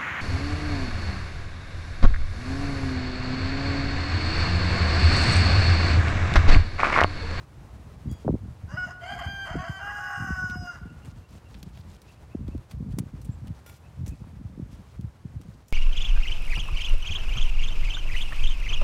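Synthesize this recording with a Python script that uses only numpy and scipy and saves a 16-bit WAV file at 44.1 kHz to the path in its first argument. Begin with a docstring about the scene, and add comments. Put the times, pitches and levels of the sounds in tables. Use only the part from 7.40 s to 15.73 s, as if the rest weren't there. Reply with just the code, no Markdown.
"""Rooster across a garden

A rooster crows once far off: pulses of a two-sided syrinx, partly chaotic, pass through throat resonances.
Near by a gardener lifts seedlings from a tray: cloth thumps and rubs on a clip-on microphone (soft pulses),
soil and leaves tick (ringing grains), stems and tray snap (noise bursts) and metal rings in its modes.
Far birds chirp as wavering sines; crow and chirps get scattered echoes, over a wash of coloured noise.
"""
import sys
import numpy as np
from scipy import signal
from scipy.fft import rfft, irfft, next_fast_len
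from scipy.io import wavfile
from scipy.ndimage import uniform_filter1d, map_coordinates

SR = 44100
rng = np.random.default_rng(int(sys.argv[2]) if len(sys.argv) > 2 else 0)


def inscribe(sig):
    """Save sig as 16-bit PCM at rate SR to the path in sys.argv[1].

    A 1-D sig is mono; a 2-D sig holds one channel per row.
    Samples are clipped to [-1, 1] before scaling.
    """
    pcm = np.round(np.clip(np.atleast_2d(sig).T, -1, 1) * 32767)
    wavfile.write(sys.argv[1], SR, pcm.astype(np.int16))


N = 367176
TIME = np.arange(N) / SR


def amp(db):
    """Decibels to amplitude ratio."""
    return 10 ** (np.asarray(db) / 20)


def evened(x):
    """Normalisation to rms 1."""
    return x / np.sqrt(np.mean(x ** 2) + 1e-20)


def steadied(x, size=1800):
    """Levelling: division by the running rms over size samples."""
    return x / np.sqrt(abs(uniform_filter1d(x ** 2, size)) + 1e-12)


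def read(points, hz):
    """Linear interpolation of a spectrum table on a log-frequency axis."""
    f, value = np.transpose(points)
    return np.interp(np.log(hz + 1), np.log(f), value)


def curves(rows, t):
    """Linear interpolation of each column of a time table at the times t."""
    s, *columns = np.transpose(rows)
    return [np.interp(t, s, c) for c in columns]


def coloured(x, points):
    """Spectral shaping: each frequency is scaled by a table of dB."""
    gain = amp(read(points, np.fft.rfftfreq(len(x), 1 / SR)))
    return irfft(rfft(x) * gain, len(x))


def below(x, hz, order=4):
    """Zero-phase low-pass filtering: forwards, then backwards."""
    sos = signal.butter(order, min(hz, SR * .49), fs=SR, output="sos")
    return signal.sosfiltfilt(sos, x)


def wander(count, hz):
    """Random modulation: noise of rms 1, low-passed at hz."""
    noise = rng.standard_normal(count + 8000)
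    return evened(below(noise, hz, order=2)[4000:4000 + count])


def add(mix, s, sound):
    """Superposition: mixes a sound in at time s."""
    part = mix[max(round(s * SR), 0):][:len(sound)]
    part += sound[:len(part)]


def strokes(rows, size=900):
    """Gain envelope of a series of hand movements, their ends softened by a moving average."""
    gates = sum(amp(db) * (TIME > start) * (TIME < end) for start, end, db in rows)
    return uniform_filter1d(gates, size)


def air(level_db=-60, fade_db_per_s=.5, swell_db=1.5):
    """Broadband noise: the dull wash of the outdoors, randomly swelling and slowly dying down."""
    # Each row: frequency in Hz, relative spectral level in dB per Hz.
    spectrum = [(20, -41), (40, -10), (65, 2.5), (120, -1.5), (200, -13), (320, -17.5), (1000, -22.5),
                (2000, -30.5), (3700, -37.5), (9000, -43.5), (15800, -52.5)]
    wash = coloured(rng.standard_normal(N), spectrum)
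    middle = below(wash, 4500) - below(wash, 354)  # the band that sets the level
    fade_db = fade_db_per_s * (TIME - TIME.mean())
    return wash / middle.std() * amp(level_db - fade_db + swell_db * wander(N, 13.0))


def soil(idle_db=-75.0, grains_per_s=6000, spread_db=2.0, clump_db=3.5):
    """Granular excitation: crumbs and leaf scraps tick in clumps under the hands, faintly in between."""
    # Hands in soil and leaves. Each row: start in seconds, end in seconds, level in dB.
    rustles = [(.78, .85, -67), (3.66, 3.72, -66), (3.758, 3.79, -67), (3.885, 3.99, -63.5),
               (4.085, 4.21, -67.5), (4.25, 4.3, -67), (4.33, 4.42, -64), (4.48, 4.57, -64),
               (4.67, 4.75, -65.5), (5.298, 5.325, -62), (5.508, 5.53, -61), (6.145, 6.2, -67),
               (6.31, 6.38, -64.5), (6.72, 6.82, -70), (7.314, 7.36, -62), (7.46, 7.53, -69.5),
               (8, 8.15, -71.5)]
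    # Colour of the ticks. Each row: frequency in Hz, gain in dB.
    tick_colour = [(300, -26), (1200, -8.5), (2500, 3), (4500, 5), (7000, 4), (10000, 0), (15500, -2)]
    t, ticks = np.arange(256) / SR, np.zeros(N)
    pitches = np.geomspace(1300, 14000, 16)
    for hz in pitches:
        sizes_db = spread_db * np.minimum(rng.exponential(1, N), 4) + clump_db * wander(N, 45)
        signs = rng.choice([-1, 1], N)
        grains = amp(sizes_db) * signs * (rng.random(N) < grains_per_s / len(pitches) / SR)
        # each scrap rings for a few cycles at its own pitch
        ring = np.sqrt(hz) * np.sin(2 * np.pi * hz * t) * np.exp(-hz * t / 0.79)
        ticks += signal.oaconvolve(grains, ring)[:N]
    level = np.hypot(strokes(rustles, size=500), amp(idle_db))
    return evened(coloured(ticks, tick_colour)) * level


def thump(hz, sag=0.42, cycles=1.0, edge_db=-16, edge_ratio=2.185):
    """Damped displacement: a soft pulse sags in pitch as fabric settles, led by a brief brighter catch."""
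    u = np.arange(-3, 5, hz / SR)  # time in cycles, the pulse centred at 0
    turns = (1 - np.exp(-sag * u)) / sag
    push = np.exp(-(turns / cycles) ** 2) * np.cos(2 * np.pi * (turns + rng.random()))
    catch_shape = np.exp(-(edge_ratio * (u + .5)) ** 2)
    catch = catch_shape * np.cos(2 * np.pi * (edge_ratio * u + rng.random()))
    return push + amp(edge_db) * catch


def cloth(rub_db=1.5, rub_low_hz=60, rub_high_hz=210, slips_per_s=16, spread_db=3.0):
    """Stick-slip friction: rubbing is a patter of small slips of many pitches, beside single heavy bumps."""
    # Cloth bumping the microphone. Each row: time in seconds, level in dB, pitch in Hz.
    bumps = [(0.676, -25, 149), (0.731, -25, 88.5), (0.85, -29, 378), (.856, -30, 400), (.871, -21.5, 171),
             (0.881, -15.5, 587), (0.891, -17.5, 433), (0.898, -14.5, 209), (.907, -22.5, 380),
             (.931, -25.5, 210), (0.944, -16, 243), (.954, -26.5, 375), (1.06, -33.5, 200),
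             (1.243, -29.5, 119), (1.345, -24, 113), (1.87, -26.5, 101), (2.157, -22.5, 315),
             (2.166, -26, 184), (2.302, -23, 132), (2.809, -26.5, 130), (2.826, -29, 147), (2.91, -22, 173),
             (2.926, -24, 76.4), (3.045, -24, 146), (3.16, -31, 226), (3.2, -29, 90.5),
             (3.431, -30.5, 88.1), (3.46, -31, 195), (3.689, -31, 113), (4.274, -33, 161),
             (4.953, -20.5, 266), (4.997, -35, 200), (5.088, -27, 246), (5.153, -25.5, 260),
             (5.41, -26.5, 187), (5.464, -36, 151), (5.544, -23, 125), (5.588, -21.5, 228),
             (5.606, -22.5, 134), (5.741, -30.5, 169), (5.898, -20.5, 116), (6.024, -34, 135),
             (6.112, -23.5, 115), (6.598, -29, 111), (6.618, -28, 106), (6.639, -26.5, 141),
             (6.678, -32.5, 225), (6.693, -29, 80.5), (6.725, -29.5, 108), (6.821, -32, 148),
             (6.842, -44, 950), (6.971, -34.5, 124), (7.016, -34.5, 191), (7.059, -28, 112),
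             (7.18, -32, 216), (7.2, -26, 232), (7.229, -25.5, 131), (7.597, -31, 179), (7.652, -28, 108),
             (7.857, -26.5, 155), (7.969, -24.5, 107), (8.091, -32.5, 156)]
    # Cloth rubbing on it. Each row: start in seconds, end in seconds, level in dB before the lift rub_db.
    rubs = [(0.17, 0.25, -44.5), (0.33, 0.64, -49), (0.65, 0.76, -34.5), (0.86, 0.965, -30),
            (0.98, 1.15, -40.5), (1.22, 1.5, -45), (1.72, 1.95, -44), (2.09, 2.23, -35),
            (2.78, 3.27, -40.5), (3.4, 3.82, -46), (3.89, 3.99, -48.5), (4.1, 4.53, -46.5),
            (4.96, 5.2, -35.5), (5.34, 5.67, -35), (5.72, 6.14, -41), (6.58, 6.75, -38.5),
            (6.8, 7.42, -45.5), (7.56, 7.7, -39), (7.84, 8.16, -48)]
    out, rub = np.zeros(N), np.zeros(N)
    for s, db, hz in bumps:
        add(out, s - 3 / hz, amp(db) * thump(hz))  # the pulse centres 3 cycles in
    for hz in np.geomspace(rub_low_hz, rub_high_hz, 10):
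        slips = (rng.random(N) < slips_per_s / SR) * amp(spread_db * rng.standard_normal(N))
        rub += signal.oaconvolve(slips, thump(hz))[:N]
    thuds = out + steadied(rub, size=4000) * strokes(rubs) * amp(rub_db)
    return thuds - below(thuds, 32.0, order=2)  # the small capsule loses the deepest bass


def clink(s, modes, db, rise_s, t60):
    """Modal vibration: metal rings in its modes, at once when struck, swelling when scraped."""
    out, t = np.zeros(N), np.arange(SR // 2) / SR
    ring = sum(amp(level) * np.sin(2 * np.pi * hz * t) * (1 + 0.15 * wander(len(t), 60))
               for hz, level in modes)
    add(out, s, amp(db - 60 * t / t60) * ring * (1 - np.exp(-t / rise_s)))
    return out


def metal():
    """Free vibration of two metal bodies: a scraped trowel and later a struck tool."""
    # Modes of the trowel, then of the tool. Each row: frequency in Hz, relative level in dB.
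    trowel_modes = [(3321, 1.5), (4760, -2), (6794, -2), (7494, -13)]
    tool_modes = [(1412, -0.5), (2290, -9), (3445, -8), (5120, -11), (5814, -9), (6837, -13), (7620, -10),
                  (9297, -9), (10200, -13), (12700, -9), (14850, -14)]
    scrape = clink(.688, trowel_modes, db=-56.0, rise_s=0.014, t60=0.39)
    return scrape + clink(6.261, tool_modes, db=-53.0, rise_s=.001, t60=0.4)


def snaps(crack_s=0.0011, tail=0.86, crunch_db=4, ring_db=7, ring_width_hz=1500, lead=0.1):
    """Fracture noise: a faint creak, a sharp crack with a broad ring, then a short uneven crunch."""
    # Stems, leaves and the plastic tray, and at 6.26 s the strike of the metal tool. Each row: time in seconds,
    # level of the crack in dB, t60 in seconds, gain of the body below 4.8 kHz in dB, ring in Hz.
    fractures = [(0.714, -52, 0.033, -15, 6840), (0.725, -56.5, 0.12, -8, 4700),
                 (3.0988, -56, 0.07, 9.5, 5230), (3.6489, -58.5, 0.19, 7.5, 7970),
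                 (4.143, -68.5, 0.08, 16, 4000), (4.229, -49, 0.038, 0, 4470),
                 (4.374, -63, .025, 7.5, 3800), (4.618, -56, 0.04, -3, 4670), (5.08, -62, 0.035, 6.5, 4370),
                 (5.179, -63, .015, -0.5, 3800), (5.312, -53.5, 0.08, 3, 4850),
                 (5.587, -36, 0.029, -3, 8400), (5.8158, -55, 0.092, -8, 4530),
                 (5.8472, -55.5, 0.091, -2, 8700), (6.072, -58, 0.05, 2.5, 4320),
                 (6.2613, -54, 0.37, 4, 12700), (6.6628, -52, 0.17, 2, 6600),
                 (6.6794, -46.5, 0.11, -24, 6230), (7.6111, -60.5, .02, 0, 4170),
                 (8.014, -58.5, 0.04, -1, 5500), (8.2828, -55, 0.13, -10, 6130)]
    # Colour common to all. Each row: frequency in Hz, gain in dB.
    crack_colour = [(500, 12.5), (1100, 5), (2500, 7.5), (5000, 1), (7500, 2.5), (11000, 1.5), (15500, -2)]
    out, t = np.zeros(N), np.arange(-1024, 7168) / SR
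    hz = np.fft.rfftfreq(len(t), 1 / SR)
    for s, db, t60, low_db, ring_hz in fractures:
        crunch = tail * amp(-60 * abs(t) / t60 + crunch_db * wander(len(t), 130))
        shape = np.where(t < 0, lead * crunch, np.exp(-abs(t) / crack_s) + crunch)
        colour_db = read(crack_colour, hz) + ring_db / (1 + ((hz - ring_hz) / ring_width_hz) ** 2)
        burst = irfft(rfft(rng.standard_normal(len(t)) * shape) * amp(colour_db))
        body = below(burst, 4800)
        treble = burst - body
        crack = np.sqrt(uniform_filter1d(treble ** 2, size=180).max())  # loudest treble rms
        add(out, s + t[0], amp(db) * (treble + amp(low_db) * body) / crack)
    return out


def syrinx(hz, halves, jitter, stumble, pull=0, slip=0, taut_hz=820, slack=0.71):
    """Harmonic series of a pulse train; alternate strong and weak pulses add lines between the harmonics."""
    turns = np.cumsum(hz * (1 + jitter * wander(len(hz), 168.6))) / SR
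    # each pulse lands a little early or late: low harmonics stay clear, high ones turn to haze
    phase = 2 * np.pi * (turns + pull + stumble * wander(len(hz), 470))
    # slacker membranes, at a lower pitch, close more softly and lose their top
    dull = slack * np.clip(1 - hz / taut_hz, 0, .15)
    # the way across the garden shifts each partial at random
    shifts = 2 * np.pi * rng.random((19, 2))
    pulses = np.zeros(len(hz))
    for k, (a, b) in enumerate(shifts, 1):
        # moving air makes the high partials swell and fade
        fading = amp(min(.35 * k, 3) * wander(len(hz), 16))
        lines = np.cos(k * phase + a) + halves * np.cos((k + .5) * phase + slip + b)
        pulses += fading * np.exp(-dull * max(k - 4, 0)) * lines
    return pulses


def rasping(hz, stumble, chaos=0.04554, lurch=.07, centre=.94, halves=1.0, fickle_db=4.5, slip_hz=70,
            air_share=.2):
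    """Chaotic vibration: lurching pitch, fickle sliding subharmonics, a puff of air at each opening."""
    lurching_hz = hz * (centre + lurch * np.tanh(2 * wander(len(hz), 37.86)))
    opening = (1 + np.cos(2 * np.pi * np.cumsum(lurching_hz) / SR)) ** 2
    puffs = evened(rng.standard_normal(len(hz)) * opening)
    fickle = halves * evened(amp(fickle_db * wander(len(hz), 24)))
    slip = 2 * np.pi * np.cumsum(slip_hz * wander(len(hz), 18)) / SR
    pulses = evened(syrinx(lurching_hz, fickle, chaos, stumble, slip=slip))
    return evened(pulses + air_share * puffs)


def settling(t, rasp, lock_s=0.025, rasp_halves=0.3):
    """Mode locking: roughness, share of half lines and lifts of the partials as the voice locks and breaks."""
    # The voice locks out of its rasp into a tone, and each lock favours other partials.
    # Each row: start in seconds, end in seconds, roughness left from 0 to 1, share of half lines,
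    # lift in dB of the fundamental, of the second harmonic, of the upper harmonics.
    locks = [(1.297, 1.37, 0.47, 0.1, 4.5, -2.5, -0.5), (1.368, 1.453, 0.08, 0.28, 7, 12.5, 13.5),
             (1.468, 1.51, 0.63, 0.53, 11, -4, 2), (1.622, 1.757, 0.41, 0.15, 1.5, 0, 2.5),
             (1.876, 2.065, 0.08, 0.028, -4, 0.5, 2), (2.182, 2.237, 0.37, 3.1, 2.5, -1.5, -1.5),
             (2.309, 2.394, 0, 0.72, -7, -1, -2), (2.88, 2.974, 0.37, 0.97, 0, 1, -0.5),
             (2.978, 3.151, 0.23, 0.46, -0.5, 6.5, -1.5), (3.162, 3.258, 0.06, 0.06, 11.5, -12, -6),
             (3.278, 3.317, 0.02, .06, 4, 8.5, 2.5)]
    grips = np.array([np.clip(np.minimum(t - start, end - t) / lock_s + .5, 0, 1)
                      for start, end, *_ in locks])
    grips /= np.maximum(grips.sum(0), 1)
    loose = 1 - grips.sum(0)
    rough, halves, *lifts_db = np.array(locks)[:, 2:].T @ grips
    return np.clip(rough + loose * rasp, 0, 1), halves + loose * rasp_halves, lifts_db


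def throat(x, resonances):
    """Resonance of a tube: steep-sided peaks with dark valleys, and little below 500 Hz."""
    hz = np.fft.rfftfreq(len(x), 1 / SR)
    gain = sum(amp(db) / (1 + (1.87 * (hz - f) / width) ** 2) ** 2 for f, width, db in resonances)
    return irfft(rfft(x) * gain * (1 - np.exp(-(hz / 500) ** 4)), len(x))


def stretched_throat(x, resonances, stretch):
    """Frequency scaling by time warping: the resonances rise and sink by the moving factor stretch."""
    clock = np.cumsum(stretch) - stretch[0]
    grid = np.arange(next_fast_len(int(clock[-1]) + 2))
    slowed = map_coordinates(x, [np.interp(grid, clock, np.arange(len(x)))])
    return map_coordinates(throat(slowed, resonances), [clock])


def lifted(body, lifts_db):
    """Band weighting of the fundamental, the second harmonic and the upper harmonics."""
    first = below(body, 950, order=8)
    first_two = below(body, 1750, order=8)
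    parts = (first, first_two - first, body - first_two)
    return sum(amp(db) * part for db, part in zip(lifts_db, parts))


def voice(t, hz, effort_db, edge_db, beak, roughness):
    """Source and filter: both sides of the syrinx, breaking into rasp, drive a throat shaped by the beak."""
    # Throat resonances with the beak half shut, then wide open.
    # Each row: frequency in Hz, nominal width in Hz, gain in dB.
    shut = [(695, 145, 3), (1020, 820, -6.5), (1572, 104, 2.5), (2106, 690, -9), (3112, 230, -2.5),
            (4750, 1070, -15.5), (6340, 390, -15.5), (6930, 220, -18), (7580, 540, -20), (9050, 1000, -25),
            (12500, 6800, -31)]
    wide = [(785, 1870, -5.5), (1310, 850, 0.5), (1473, 150, 10.5), (1673, 80, 4.5), (1937, 156, -1.5),
            (2823, 210, -2), (5130, 420, -11.5), (6130, 1030, -20), (6980, 300, -18.5), (8120, 410, -24.5),
            (9600, 1100, -40), (12600, 5000, -34)]
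    attack_s, release_s = 0.035, 0.032
    other_from_s, other_to_s, other_fade_s = 2.6, 2.88, 0.029
    other_hz, other_halves, other_share, pull_turns = 741, 1, .42, .035
    rough, halves, lifts_db = settling(t, roughness)
    beak = np.clip(beak, 0, 1)
    jitter, stumble = 0.0019 + 0.03 * rough ** 2, 0.0025 + 0.029 * rough

    # the other side holds a lower pitch under the last note and beats against it:
    # the two tug at each other at their beat rate, which puts sidebands round every harmonic
    joined = np.clip(np.minimum(t - other_from_s, other_to_s - t) / other_fade_s + .5, 0, 1)
    pull = pull_turns * joined * np.sin(2 * np.pi * np.cumsum(hz - other_hz) / SR)
    pulses = syrinx(hz, halves, jitter, stumble, pull)
    if joined.any():
        other = syrinx(np.full(len(t), other_hz), other_halves, jitter, stumble, -pull)
        pulses = pulses + other_share * joined * other
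    drive = (1 - rough) * evened(pulses) + rough * rasping(hz, stumble)

    shapes = [(1 - beak, shut), (beak, wide)]
    body = below(sum(share * throat(drive, shape) for share, shape in shapes), 4690, order=8)
    stretch = (hz / 790) ** .14  # the upper resonances follow the pitch a little
    top = sum(share * stretched_throat(drive, shape, stretch) for share, shape in shapes)
    grain = amp(2.2 * np.sqrt(rough) * wander(len(t), 260))  # harder closures are shriller
    top = (top - below(top, 4780, order=8)) * grain

    waver_db = 1.2 * wander(len(t), 25)
    call = amp(effort_db + waver_db) * lifted(steadied(body), lifts_db)
    call = call + amp(edge_db - 2.0) * steadied(top)
    flutter = amp(2.0 * rough * wander(len(t), 92))
    fade_in = np.clip((t - t[0]) / attack_s, 0, 1)
    return call * flutter * fade_in * np.clip((t[-1] - t) / release_s, 0, 1)


def rooster():
    """Pitch and pressure control: three syllables scoop and leap to pitch, then a long note arches and falls."""
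    # Short opening syllables. Each row: start in seconds, length in seconds, pitch in Hz, time to reach it
    # in seconds, scoop from below and final leap as shares of the pitch, effort in dB,
    # shrill top in dB before a common 2 dB cut, beak opening from 0 to 1.
    syllables = [(1.272, 0.25, 733.3, 0.1, 0.24, .11, -43.5, -56, 0.83),
                 (1.601, 0.5, 809.4, 0.1, 0.19, 0.024, -38.5, -58, 0.13),
                 (2.04, 0.365, 777.7, .245, .1, .02, -39, -58, 0.29)]
    # The long last note. Each row: time in seconds, pitch in Hz, effort in dB,
    # shrill top in dB before the same cut, beak opening from 0 to 1.
    last_note = [(2.39, 788, -38, -60, 1), (2.501, 822.8, -34.5, -58.5, 0.91),
                 (2.68, 823.2, -34.5, -54, 0.99), (2.85, 794, -36.5, -53.5, 1),
                 (2.89, 753.7, -36, -53, 0.92), (3.021, 738, -36, -52, 0.92),
                 (3.123, 729.3, -40.5, -53.5, 0.84), (3.195, 725, -42.5, -50, 0.9),
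                 (3.285, 707, -43.5, -52, 1), (3.35, 690, -45.5, -59.5, 0.86),
                 (3.384, 586, -52.5, -65, 0.9)]
    release_s, leap_s, sag_per_s = 0.032, 0.0024, .085
    opening_rasp, last_rasp, fray_s = 0.786, 0.29, 0.057  # roughness from 0 to 1 when not locked
    swell_db, swell_s, droop_db, droop_s = 7, 0.028, 11, 0.02
    treble_follow = 1.8  # dB of shrill top per dB of breath pressure
    out = np.zeros(N)
    for start, length, top_hz, rise_s, scoop, leap, effort_db, edge_db, beak in syllables:
        age = np.arange(0, length + release_s, 1 / SR)
        low = scoop * np.maximum(1 - age / rise_s, 0)
        low = low + leap * (1 - np.tanh((age - rise_s) / leap_s)) / 2
        hz = top_hz * (1 - low - sag_per_s * np.maximum(age - rise_s, 0))
        # the breath pressure builds up at the start and gives way at the end
        push_db = -swell_db * np.exp(-age / swell_s) - droop_db * np.exp((age - age[-1]) / droop_s)
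        top_db = edge_db + treble_follow * push_db
        add(out, start, voice(start + age, hz, effort_db + push_db, top_db, beak, opening_rasp))
    t = np.arange(last_note[0][0], last_note[-1][0] + release_s, 1 / SR)
    fray = np.exp((t - t[-1]) / fray_s)  # into full rasp as the air runs out
    add(out, t[0], voice(t, *curves(last_note, t), last_rasp + (1 - last_rasp) * fray))
    return out


def whistle(hz, rise, length_s, tremble=.028, broken_db=2.5):
    """Frequency modulation: a short, broken, wavering whistle arches over its top pitch."""
    u = np.linspace(0, 1, round(length_s * SR))
    arch = rise * (1 - u / rng.uniform(0.55, 0.74)) ** 2
    pitch = hz * (1 - arch + tremble * wander(len(u), 260))
    loudness = np.sin(np.pi * u) * evened(amp(broken_db * wander(len(u), 110)))
    return loudness * np.sin(2 * np.pi * np.cumsum(pitch) / SR)


def bird():
    """Near-sinusoidal tones: a far bird chirps in loose runs; another peeps once, much higher."""
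    # Each row: start in seconds, level in dB, top pitch in Hz, rise as a share of the pitch.
    chirps = [(3.478, -63, 2760, 0.05), (3.616, -61, 2790, 0.03), (3.825, -64, 2750, 0.055),
              (4.045, -62, 2770, 0.039), (4.67, -57, 2720, 0.12), (4.9, -60, 2630, 0.076),
              (5.1, -63, 2680, 0.12), (5.905, -63, 7800, .09), (6.43, -62, 2620, .08),
              (6.698, -61, 2600, 0.027)]
    out = np.zeros(N)
    for s, db, hz, rise in chirps:
        add(out, s, amp(db) * whistle(hz, rise, length_s=0.054))
    return out


def garden(x):
    """Scattering: sparse echoes from trees and fences, each band dying at its own speed."""
    # Each row: frequency in Hz, t60 in seconds.
    decay = [(200, 0.21), (700, 0.94), (1500, 0.94), (3000, 1), (6000, 0.35), (14000, 0.034)]
    taps = rng.standard_normal(SR) * (rng.random(SR) < 2000 / SR)
    taps = taps * (np.arange(SR) > .015 * SR)  # no echo before 15 ms
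    hz, t, z = signal.stft(taps, SR, nperseg=256)
    tail = signal.istft(z * amp(-60 * t / read(decay, hz)[:, None]), SR, nperseg=256)[1]
    return signal.fftconvolve(x, tail / np.linalg.norm(tail))[:N]


def scene():
    """Superposition of far voices with their echoes and near handling sounds left dry."""
    calls = rooster() + bird()
    far = calls + amp(-15.5) * garden(calls)
    return (far + metal() + cloth() + soil() + snaps() + air())[None]


def record(dry):
    """Band limiting: a steep linear-phase low-pass at 15.9 kHz."""
    taps = signal.firwin(511, 15900, window=("kaiser", 9), fs=SR)
    return signal.oaconvolve(dry, taps[None], "same")


dry = scene()
out = record(dry)
inscribe(out)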